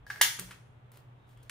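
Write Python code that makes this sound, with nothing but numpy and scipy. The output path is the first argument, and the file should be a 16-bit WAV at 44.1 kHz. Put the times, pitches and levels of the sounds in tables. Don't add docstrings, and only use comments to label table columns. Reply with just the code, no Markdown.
import sys
import numpy as np
from scipy import signal
from scipy.fft import rfft, irfft
from scipy.io import wavfile

SR = 44100
rng = np.random.default_rng(int(sys.argv[2]) if len(sys.argv) > 2 else 0)


def store_wav(level_fs):
    pcm = np.round(np.clip(np.atleast_2d(level_fs), -1, 1) * 32767)
    wavfile.write(sys.argv[1], SR, pcm.T.astype(np.int16))


N = 66150
TIME = np.arange(N) / SR
SIZE = 2 * N
HZ = np.maximum(np.fft.rfftfreq(SIZE, 1 / SR), 1)

# [t/s, level/dB]
LEVER_SLIPS = [(0.0665, -36), (0.081, -53), (0.1016, -28), (0.104, -27), (0.1067, -30), (0.111, -33),
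               (0.16, -34.5), (0.194, -42.5), (0.201, -43)]
# [f/Hz, level/dB]
TICK_SPECTRUM = [(200, -31.5), (500, -22.5), (800, -1.5), (1200, -6), (1700, 15.5), (2500, -4),
                 (5000, -2.5), (8000, -9), (14000, -4.5)]
# [t/s, level/dB, decay/s]
DIE_HITS = [(0.2138, -10.5, 0.00099), (0.2152, -5.5, 0.0015), (0.2181, -17.5, .002)]


def from_db(db):
    return 10 ** (np.asarray(db) / 20)


def rms_one(x):
    return x / np.sqrt(np.mean(x ** 2) + 1e-20)


def at_hz(points, hz):
    table = np.array(points)
    return np.interp(np.log(hz), np.log(table[:, 0]), table[:, 1])


def causal(gain):
    cepstrum = irfft(np.log(gain + 1e-9))
    folded = 2 * cepstrum[:len(gain) - 1]
    return np.exp(rfft(folded, len(cepstrum)) - cepstrum[0])


def colour(x, spectrum, tilt_db=0):
    octaves = np.log2(np.clip(HZ, 1000, 16000))
    gain = rms_one(from_db(at_hz(spectrum, HZ) + tilt_db * octaves))
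    return irfft(rfft(x, SIZE) * causal(gain))[:N]


def wide_noise(side_table):
    mid, side = rfft(rng.standard_normal((2, SIZE)))
    width = from_db(at_hz(side_table, HZ))
    pair = mid + width * side * [[1], [-1]]
    return irfft(pair / np.sqrt(1 + width ** 2))[:, :N]


def crack(start, db, decay_s, size=2048):
    impacts = np.exp(-TIME[:size] / decay_s) * rng.choice([-1, 1], size)
    run = rfft(impacts, 2 * size)
    even = rms_one(irfft(run / np.abs(run))[:size])
    strength = from_db(db) * np.sqrt(decay_s * SR / 2 / size)
    return strength * np.interp(TIME - start, TIME[:size], even, left=0, right=0)


def strike(hits, modes):
    out = np.zeros(N)
    for start, db in hits:
        first = int(start * SR) + 1
        age = TIME[first:first + N // 2] - start
        for hz, level, t60 in modes:
            fade = from_db(db + level - 60 * age / t60)
            out[first:first + len(age)] += fade * np.sin(2 * np.pi * hz * age)
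    return out


def stroke(start, length):
    return np.sin(np.pi * np.clip((TIME - start) / length, 0, 1))


def thin_bass(x):
    return signal.sosfilt(signal.butter(2, 750, "high", fs=SR, output="sos"), x)


def lever_creak():
    # [f/Hz, level/dB, t60/s]
    lever_modes = [(1654, -4.5, 0.052), (1730, -15.5, 0.012), (1830, -17.5, 0.048)]
    return thin_bass(strike(LEVER_SLIPS, lever_modes))


def slip_ticks():
    tick_db, tick_decay_s = -3.5, 0.00073
    ticks = sum(crack(start, db + tick_db, tick_decay_s) for start, db in LEVER_SLIPS)
    return colour(ticks, TICK_SPECTRUM)


def card_shear():
    # [t/s, level/dB]
    tears = [(0.2117, -19), (0.2128, -8)]
    # [f/Hz, level/dB, t60/s]
    shell_modes = [(1020, -9.5, 0.0038), (1830, 0, 0.0072), (2900, -12.5, 0.019), (3900, -11.5, .008)]
    crackle_db, crackle_decay_s = -13.5, 0.0019
    knock = thin_bass(strike(tears, shell_modes))
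    crackle = sum(crack(start, db + crackle_db, crackle_decay_s) for start, db in tears)
    return knock + colour(crackle, TICK_SPECTRUM)


def die_slam():
    # [f/Hz, level/dB]
    slam_spectrum = [(100, -33), (250, -20), (420, -16.5), (650, -23), (1000, -5.5), (1350, -5.5),
                     (1700, 0.5), (2400, -4.5), (3300, -2), (4600, -5.5), (6200, -0.5), (8000, -6),
                     (10000, 3.5), (12000, -3.5), (14200, 5.5), (15800, -8.5)]
    return colour(sum(crack(*row) for row in DIE_HITS), slam_spectrum)


def die_ring():
    # [f/Hz, level/dB]
    die_modes = [(1662, -0.5), (1717, -4.5), (2057, -3), (2440, -10.5), (2854, -4), (2899, -4),
                 (3144, -12.5), (3637, 1), (4650, -17.5), (6338, -5.5), (6419, -10), (7558, -14.5),
                 (14090, -12)]
    ring_db, t60_s = -29, 0.26
    first_hit_s = DIE_HITS[0][0]
    return strike([(first_hit_s, ring_db)], [(hz, db, t60_s) for hz, db in die_modes])


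def plastic_clicks():
    # [t/s, level/dB, decay/s, tilt/dB per octave]
    contacts = [(0.388, -42, 0.0042, -18), (0.3908, -34.5, 0.0043, 1), (0.3955, -19, 0.0021, 8),
                (0.399, -39, .002, 17), (0.509, -42, 0.0092, -3), (0.517, -53.5, 0.0053, 2.5),
                (1.3729, -60, .004, 0), (1.4956, -35, 0.0083, -0.5)]
    # [f/Hz, level/dB]
    click_spectrum = [(200, -8), (700, -20), (1400, 3.5), (2800, -2), (5000, -9), (10000, -5), (12000, -7),
                      (14500, -8)]
    # [f/Hz, level/dB, t60/s]
    thump_modes = [(137.6, -53, 0.39), (181, -47, 0.42), (277.4, -53, 0.24), (363, -50.5, 0.11)]
    thump_s = 0.392
    clicks = sum(colour(crack(start, db, decay), click_spectrum, tilt) for start, db, decay, tilt in contacts)
    return clicks + strike([(thump_s, 0)], thump_modes)


def card_landing():
    # [t/s, level/dB, decay/s]
    card_taps = [(0.918, -43.5, .002), (0.9475, -53, .0015), (0.9728, -39, .0012)]
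    # [f/Hz, level/dB]
    card_spectrum = [(200, -13), (1200, -4), (3000, -10.5), (7000, -13), (10000, -4), (15000, 1.5)]
    return colour(sum(crack(*row) for row in card_taps), card_spectrum)


def rubbing():
    # [start/s, length/s, level/dB, tilt/dB per octave]
    rubs = [(0.059, 0.12, -56.5, 1.5), (0.113, 0.24, -56, -1.5), (0.378, 0.071, -56, -3.5),
            (0.449, 0.1, -58, -1), (0.909, .1, -63, -1), (1.132, 0.15, -76.5, -6.5),
            (1.261, .1, -68.5, 0.5), (1.351, 0.23, -72, -2.5), (1.427, 0.011, -53.5, 2)]
    # [f/Hz, level/dB]
    rub_spectrum = [(200, 2), (1000, 0.5), (3200, -2), (6500, -7.5), (10000, -3.5), (15000, -3.5)]
    grain_db = 5
    out = 0
    for start, length, db, tilt in rubs:
        boost = grain_db * np.minimum(rng.exponential(1, N), 6)
        grains = rms_one(rng.standard_normal(N) * from_db(boost))
        out = out + colour(from_db(db) * stroke(start, length) * grains, rub_spectrum, tilt)
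    return out


def skin_squeaks():
    # [start/s, length/s, f/Hz, level/dB]
    squeaks = [(1.16, 0.17, 3680, -81), (1.343, 0.095, 3280, -75)]
    width_hz = 160
    out = 0
    for start, length, hz, db in squeaks:
        resonance = signal.iirpeak(hz, hz / width_hz, fs=SR)
        tone = signal.lfilter(*resonance, rng.standard_normal(N))
        out = out + from_db(db) * stroke(start, length) * rms_one(tone)
    return out


def hand_bumps():
    # [t/s, level/dB]
    bumps = [(0.005, -52), (0.445, -52), (1.36, -59.5)]
    # [f/Hz, level/dB, t60/s]
    bump_modes = [(51.23, 0.02, 0.38)]
    return strike(bumps, bump_modes)


def room_response():
    # [f/Hz, t60/s, level/dB]
    echo_bands = [(200, .6, 0.5), (700, 0.47, 2), (1500, 0.58, 0.5), (3000, .52, 3.5), (6000, 0.53, 3.5),
                  (10000, 0.57, -4), (15000, .33, -4)]
    # [f/Hz, side level/dB]
    echo_width = [(60, -7.5), (180, -11), (550, 0.5), (1650, -1), (4970, 0), (15000, -1.5)]
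    first_echo_s, early_db, early_decay_s = 0.0028, 6.5, 0.076
    noise, out = rfft(wide_noise(echo_width)), 0
    log_hz = np.log(HZ[::2])
    centres = np.log([row[0] for row in echo_bands])
    for share, (_, t60, db) in zip(np.eye(len(echo_bands)), echo_bands):
        band = irfft(noise * np.interp(log_hz, centres, share), N)
        fade = rms_one(np.exp(-np.log(1000) * TIME / t60))
        out = out + band * from_db(db) * fade / np.sqrt(N)
    early = from_db(early_db)
    boost = (1 + early * np.exp(-TIME / early_decay_s)) / (1 + early / 2)
    return out * (TIME > first_echo_s) * boost


def appliance_hum():
    hum_hz, hum_db, waver_db = 120.6, -58, 2
    waver = np.interp(TIME, np.linspace(0, TIME[-1], 30), rng.standard_normal(30))
    tone = np.sin(2 * np.pi * (hum_hz * TIME + rng.random()))
    return np.sqrt(2) * from_db(hum_db + waver_db * waver) * tone


def room_air():
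    # [f/Hz, level/dB]
    air_spectrum = [(12, -46), (20, -19), (64, -14), (135, -2.5), (178, -20), (294, -20), (525, -22),
                    (818, -23), (914, -22.5), (1140, -24.5), (2340, -33.5), (3460, -36.5), (4690, -51.5),
                    (15000, -59.5)]
    # [f/Hz, side level/dB]
    air_width = [(60, -12.5), (150, -13), (300, -5), (1000, 1.5), (4000, 0)]
    air = irfft(rfft(wide_noise(air_width)) * from_db(at_hz(air_spectrum, HZ[::2])), N)
    return from_db(-58) * rms_one(air)


def scene():
    left_lead_s, pan_db = 0.000026, 0.5
    sources = [(lever_creak(), -7), (slip_ticks(), 1), (card_shear(), -6.5), (die_slam(), 1),
               (die_ring(), -19.5), (plastic_clicks(), -5), (card_landing(), -6),
               (rubbing() + skin_squeaks(), -5.5)]
    direct = rfft(sum(x for x, _ in sources), SIZE)
    sent = rfft(sum(x * from_db(db) for x, db in sources), SIZE)
    right = direct * np.exp(-2j * np.pi * HZ * left_lead_s)
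    echo = sent * rfft(room_response(), SIZE)
    heard = irfft(np.array([direct, right]) + echo)[:, :N]
    panned = heard * from_db([[pan_db], [-pan_db]])
    return panned + hand_bumps() + appliance_hum() + room_air()


def record(dry):
    # [f/Hz, level/dB]
    microphone = [(10800, -0.5), (11600, -7), (12100, -10.5), (12900, 2), (14200, 2.5), (15200, -0.5),
                  (15800, -6.5)]
    cutoff_hz = 15600
    heard = irfft(rfft(dry, SIZE) * causal(from_db(at_hz(microphone, HZ))))[:, :N]
    return signal.sosfilt(signal.ellip(10, 0.1, 80, cutoff_hz, fs=SR, output="sos"), heard)


dry = scene()
out = record(dry)
store_wav(out)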